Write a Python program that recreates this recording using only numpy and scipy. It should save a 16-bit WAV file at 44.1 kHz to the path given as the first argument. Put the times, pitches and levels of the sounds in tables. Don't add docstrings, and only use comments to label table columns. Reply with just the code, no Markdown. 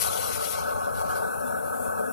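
import sys
import numpy as np
from scipy import signal
from scipy.fft import rfft, irfft, next_fast_len
from scipy.io import wavfile
from scipy.ndimage import uniform_filter1d, map_coordinates

SR = 44100
rng = np.random.default_rng(int(sys.argv[2]) if len(sys.argv) > 2 else 0)


def amp(db):
    return 10 ** (np.asarray(db, float) / 20)


def write(x):
    x = np.atleast_2d(x).T
    wavfile.write(sys.argv[1], SR, np.round(np.clip(x, -1, 1) * 32767).astype(np.int16))


N = 93536


def unit(x):
    return x / np.sqrt(np.mean(x ** 2) + 1e-20)


def along(points, hz):
    f, v = np.transpose(points)
    return np.interp(np.log(hz + 1), np.log(f + 1), v)


def curve(rows):
    s, v = np.transpose(rows)
    return np.interp(np.arange(N) / SR, s, v)


def wobble(rate):
    return map_coordinates(rng.standard_normal(400), [np.arange(N) * rate / SR])


def filtered(x, response):
    m = next_fast_len(N + SR // 2)
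    return irfft(rfft(x, m) * response(np.fft.rfftfreq(m, 1 / SR)), m)[..., :N]


def patchy(x, patchy_db):
    z = signal.stft(x, nperseg=512)[2]
    field = rng.standard_normal(z.shape[1:])
    field = uniform_filter1d(uniform_filter1d(field, size=8, axis=0), size=8, axis=1)
    uneven = signal.istft(z * amp(patchy_db * unit(field)), nperseg=512)[1]
    return unit(uneven[:, :N])


def partly_alike(pair, alike):
    return np.array([pair[0], alike * pair[0] + np.sqrt(1 - alike ** 2) * pair[1]])


def bursts(count, spread_db, share):
    pops = []
    for at, size, sign in rng.random((3, 2, count)).swapaxes(0, 1):
        strength = amp(spread_db * size) * np.sign(sign - 0.5)
        pops.append(np.bincount((at * N).astype(int), strength, N))
    return np.sqrt(share) * unit(np.array(pops)) + np.sqrt(1 - share) * rng.standard_normal((2, N))


def ports(pair, left, right):
    # middle in Hz, width in Hz, depth from 0 to 1.
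    common_dips = [(1864, 390, 0), (3078, 62, 0.3), (3690, 120, .7), (4370, 200, 0.4), (4985, 160, 0.5),
                   (6420, 280, 0)]

    def response(hz):
        dips = 1
        for middle, w, depth in common_dips:
            dips = dips * (1 - np.clip(depth, 0, 0.95) * np.exp(-((hz - middle) / w) ** 2))
        no_lows = hz ** 2 / (hz ** 2 + 1200 ** 2)
        return amp([along(left, hz), along(right, hz)]) * dips * no_lows

    out = filtered(pair, response)
    return out / np.std(out[0])


def pipe(f):
    # pitch in Hz, width in Hz, level in dB.
    pipe_modes = [(85.6, 32, -3), (244.1, 25, -13.5), (438.8, 16.7, -3), (501.7, 40, -5), (577.5, 33.5, -1),
                  (721, 70, -3.5), (901, 99, -7.5), (1098, 25, -2.5), (1297, 35, -3.5), (1489, 41.6, -6),
                  (1676, 16, -10.5)]
    top_hz, low_hz = 1657.4, 33
    modes = sum(amp(2 * db) * (f * w) ** 2 / ((c * c - f * f) ** 2 + (f * w) ** 2)
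                for c, w, db in pipe_modes)
    return np.sqrt(modes / (1 + (f / top_hz) ** 90)) * f / np.hypot(f, low_hz)


def swelling(x):
    # time in seconds, strength of the gulps in dB.
    gulps = [(0.0, -52), (0.13, -51.5), (0.17, -58), (0.58, -54.5), (0.61, -51), (0.66, -54), (0.86, -55.5),
             (0.88, -67.5), (0.93, -49.5), (1.16, -56.5), (1.32, -63), (1.39, -51.5), (1.45, -63),
             (1.48, -59), (1.91, -53.5), (2.12, -63.5)]
    # time in seconds, strength of the singing in dB.
    singing = [(0.0, -43), (0.1, -41.5), (0.5, -40.5), (0.51, -45), (0.7, -35), (0.74, -42.5),
               (0.99, -38.5), (1.01, -40.5), (1.08, -44.5), (1.1, -32.5), (1.18, -40), (1.31, -37),
               (1.88, -39), (1.9, -38), (2.08, -35), (2.12, -42)]
    gulp_hz, sing_hz = 145, 1246

    def low_and_high(f):
        return np.array([1 / (1 + (f / gulp_hz) ** 8), 1 - 1 / (1 + (f / sing_hz) ** 30)])

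    low, high = filtered(x, low_and_high)
    gulp, sing = curve(gulps), curve(singing)
    gulp_gain = amp(gulp - gulp.mean() - 1.5)
    sing_gain = amp(sing - sing.mean() - 0.5)
    return x + low * (gulp_gain - 1) + high * (sing_gain - 1)


def jet():
    # time in seconds, strength of the jet in dB.
    flow = [(0.0, -35.5), (0.5, -36), (0.93, -35.5), (1.11, -33.5), (1.6, -36), (2.12, -36.5)]
    # pitch in Hz, right port over left in dB.
    right_over_left = [(60, -2), (210, -5.5), (600, -5), (880, -3), (1000, -3.1), (1150, 1.5), (1700, -1.5)]
    # pitch in Hz, how far the right port leads in radians.
    right_leads = [(30, 3.46), (700, 2.87), (900, 2.54), (1000, 2.77), (1110, 2.47), (1250, 1.8),
                   (1500, 1.35), (1800, 2.87)]
    # pitch in Hz, share unrelated between the ports in dB.
    unrelated = [(30, -13), (70, -13), (330, -10), (500, -14.5), (1000, -14), (1200, -14), (1700, -11)]
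    churn, stray = filtered(patchy(rng.standard_normal((2, N)), patchy_db=1.37), pipe)
    churn, stray = swelling(churn), swelling(stray)

    def turn(hz):
        return amp(along(right_over_left, hz)) * np.exp(1j * along(right_leads, hz))

    stray = filtered(stray, lambda hz: amp(along(unrelated, hz)))
    right = filtered(churn + stray, turn)
    level_db = curve(flow) + 7.5 + 0.55 * wobble(9.1)
    return amp(level_db) * np.array([churn, right]) / np.std(churn)


def drifting(start):
    # pitch in Hz, gain from start to end in dB.
    tilt = [(80, -4), (150, 2), (240, 11.5), (320, 1.5), (550, 3.5), (1100, -2.5), (1500, -1), (1690, 6)]
    share = np.linspace(0, 1, N)
    end = filtered(start, lambda hz: amp(along(tilt, hz)))
    return (1 - share) * start + share * end


def splash():
    # time in seconds, strength of large bubbles breaking in dB.
    breaking = [(0.0, -38.5), (0.02, -36), (0.05, -42.5), (0.16, -43.5), (0.18, -40), (0.19, -45.5),
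                (0.29, -42.5), (0.53, -41.5), (0.74, -54.5), (0.89, -55.5), (0.92, -59), (1.01, -50),
                (1.03, -55), (1.16, -51), (1.37, -62.5), (2.12, -65.5)]
    # pitch in Hz, level in dB per Hz.
    splash_left = [(1500, -19), (2100, -4), (3000, -7.5), (4300, -1.5), (4900, -7.5), (5600, -6.5),
                   (7000, -11.5), (10000, -11.5)]
    # pitch in Hz, level in dB per Hz.
    splash_right = [(1500, -23), (2300, -17), (3000, -9), (3500, -13.5), (5600, -7), (7500, -15.5),
                    (8700, -51), (15500, -53)]
    pops = patchy(bursts(count=5000, spread_db=25, share=0.4), patchy_db=2.0)
    pair = ports(partly_alike(pops, 0.13), splash_left, splash_right)
    right_fades_db = -4
    fade = amp(np.outer([0, right_fades_db], np.clip(np.arange(N) / SR, 0, 1)))
    return amp(9 + 0.99 * curve(breaking)) * pair * fade


def fizz():
    # time in seconds, strength of the fine foam in dB.
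    fine_foam = [(0.0, -33.5), (0.02, -26.5), (0.03, -31), (0.13, -38), (0.16, -38), (0.18, -34.5),
                 (0.22, -40), (0.27, -35.5), (0.32, -38.5), (0.37, -36.5), (0.39, -41), (0.42, -36),
                 (0.47, -37), (0.52, -32.5), (0.56, -45), (0.58, -41.5), (0.62, -46), (0.88, -48.5),
                 (1.01, -46), (1.07, -48.5), (1.11, -42.5), (1.14, -49.5), (1.165, -41.5), (1.2, -44.5),
                 (1.23, -45), (1.74, -46), (1.84, -42), (1.95, -47), (2.12, -45)]
    # pitch in Hz, level in dB per Hz.
    fizz_left = [(2000, -21.5), (5000, -34.5), (7000, -13.5), (9000, -7), (11000, 0), (12000, -6.5),
                 (13500, -8), (15600, -15)]
    # pitch in Hz, level in dB per Hz.
    fizz_right = [(2000, -27), (6000, -27), (8000, -20), (9000, -33), (10800, -23), (12000, -25),
                  (13200, -25), (14500, -18)]
    pops = patchy(bursts(count=9000, spread_db=16, share=0.24), patchy_db=1.18)
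    return amp(7 + 1.0164 * curve(fine_foam)) * ports(pops, fizz_left, fizz_right)


def foam():
    return amp(0.9 * wobble(40)) * (splash() + fizz())


def nozzle():
    # pitch in Hz, width in Hz, level in dB.
    resonances = [(2600, 150, 6), (3480, 66, 1), (4270, 430, -12), (5650, 380, 1), (6640, 230, -3)]
    # time in seconds, swell of the hiss in dB.
    hiss_swell = [(0.0, -0.5), (0.9, -3), (1.3, -1), (1.45, 7), (1.6, 0), (1.85, 1.5), (1.98, 2.5),
                  (2.12, -0.5)]

    def bands(f):
        return sum(amp(db) * np.exp(-((f - c) / w) ** 2) for c, w, db in resonances)

    hiss = unit(filtered(patchy(rng.standard_normal((2, N)), patchy_db=5.0), bands))
    level_db, right_db = -60.5, -5
    return amp(level_db + np.array([[0], [right_db]]) + curve(hiss_swell)) * partly_alike(hiss, 0.48)


def bubbles():
    # start in seconds, pitch in Hz, level in dB, left over right in dB.
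    rings = [
        (1.095, 2900, -48, -1),
        (1.105, 3180, -48, 2.5),
        (1.16, 4470, -53, 15),
        (1.429, 2520, -53.5, 2),
        (1.47, 2670, -54.5, -7),
        (1.957, 2620, -51, -1.5),
        (1.99, 2440, -55.5, 7),
    ]
    t60_s, attack_s, rises = 0.12, 0.0026, 0.041
    out, t = np.zeros((2, N + SR)), np.arange(SR // 4) / SR
    for s, hz, db, pan_db in rings:
        tone = np.sin(2 * np.pi * hz * t * (1 + rises * t / t60_s / 2))
        ring = tone * amp(db - 60 * t / t60_s) * (1 - np.exp(-t / attack_s))
        out[:, round(s * SR):][:, :len(t)] += amp([[pan_db / 2], [-pan_db / 2]]) * ring
    return out[:, :N]


def starved(x):
    # pitch in Hz, rounding step over nearby level in dB.
    step_left = [(1200, -18), (1850, 0), (3000, 1), (5000, 1), (6500, -2), (8500, -13), (12500, -16),
                 (15400, 3)]
    # pitch in Hz, rounding step over nearby level in dB.
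    step_right = [(1200, -18), (2000, -1), (3000, 2), (6000, 0), (7500, 0), (8800, 5), (13500, 3),
                  (14500, 30)]
    # pitch in Hz, width in Hz, extra step in dB.
    worst_bands = [(1920, 140, 6), (3060, 120, 6), (3620, 140, 8), (4680, 110, 5), (5150, 150, 6),
                   (6380, 110, 4), (6900, 150, 3)]
    hop, grid = 1024, 608
    n, k = np.arange(2 * hop)[:, None] + 0.5, np.arange(hop) + 0.5
    window = np.sin(np.pi * n / (2 * hop))
    basis = window * np.cos(np.pi / hop * (n + hop / 2) * k) * np.sqrt(2 / hop)
    padded = np.pad(x, ((0, 0), (2 * hop - grid, 3 * hop - (N - grid) % hop)))
    blocks = padded.reshape(2, -1, hop)
    c = np.concatenate([blocks[:, :-1], blocks[:, 1:]], axis=2) @ basis
    mid_edges = np.geomspace(40, 320, 40).astype(int)
    edges = np.unique(np.r_[np.arange(0, 40, 4), mid_edges, np.arange(320, hop, 16)])
    width = np.diff(np.r_[edges, hop])
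    level = 10 * np.log10(np.add.reduceat(c ** 2, edges, axis=2) / width + 1e-14)
    hz = (edges + width / 2) * SR / (2 * hop)
    draws = rng.standard_normal(level.shape) + 2 * rng.standard_normal(level.shape[1:])
    chance = unit(uniform_filter1d(draws, size=4, axis=1))
    treble = level[0][:, (hz > 2000) & (hz < 13000)].mean(1, keepdims=True)
    loud_dulls, quiet_drops = 1, 0.45
    swing = (treble - np.median(treble)) * np.where(hz > 13500, loud_dulls, -quiet_drops)
    near = uniform_filter1d(uniform_filter1d(level, size=3, axis=1), size=9, axis=2)
    worst = sum(db * np.exp(-((hz - at) / w) ** 2) for at, w, db in worst_bands)
    usual = np.array([along(step_left, hz), along(step_right, hz)])[:, None]
    step_db = near + 7 * chance + swing + worst + usual
    step_db = np.where(step_db > level + 6, step_db + 20, step_db - 4)
    step = np.repeat(amp(step_db), width, axis=2)
    rounded = np.sign(c) * np.floor(abs(c) / step + 0.4) * step
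    y = rounded @ basis.T
    joined = (y[:, 1:, :hop] + y[:, :-1, hop:]).reshape(2, -1)
    return joined[:, hop - grid:][:, :N]


def scene():
    return drifting(jet()) + foam() + nozzle() + bubbles()


def roll_off(x):
    return signal.sosfilt(signal.butter(12, 15720, fs=SR, output="sos"), x)


def record(dry):
    mix = starved(dry)
    return roll_off(mix)


dry = scene()
out = record(dry)
write(out)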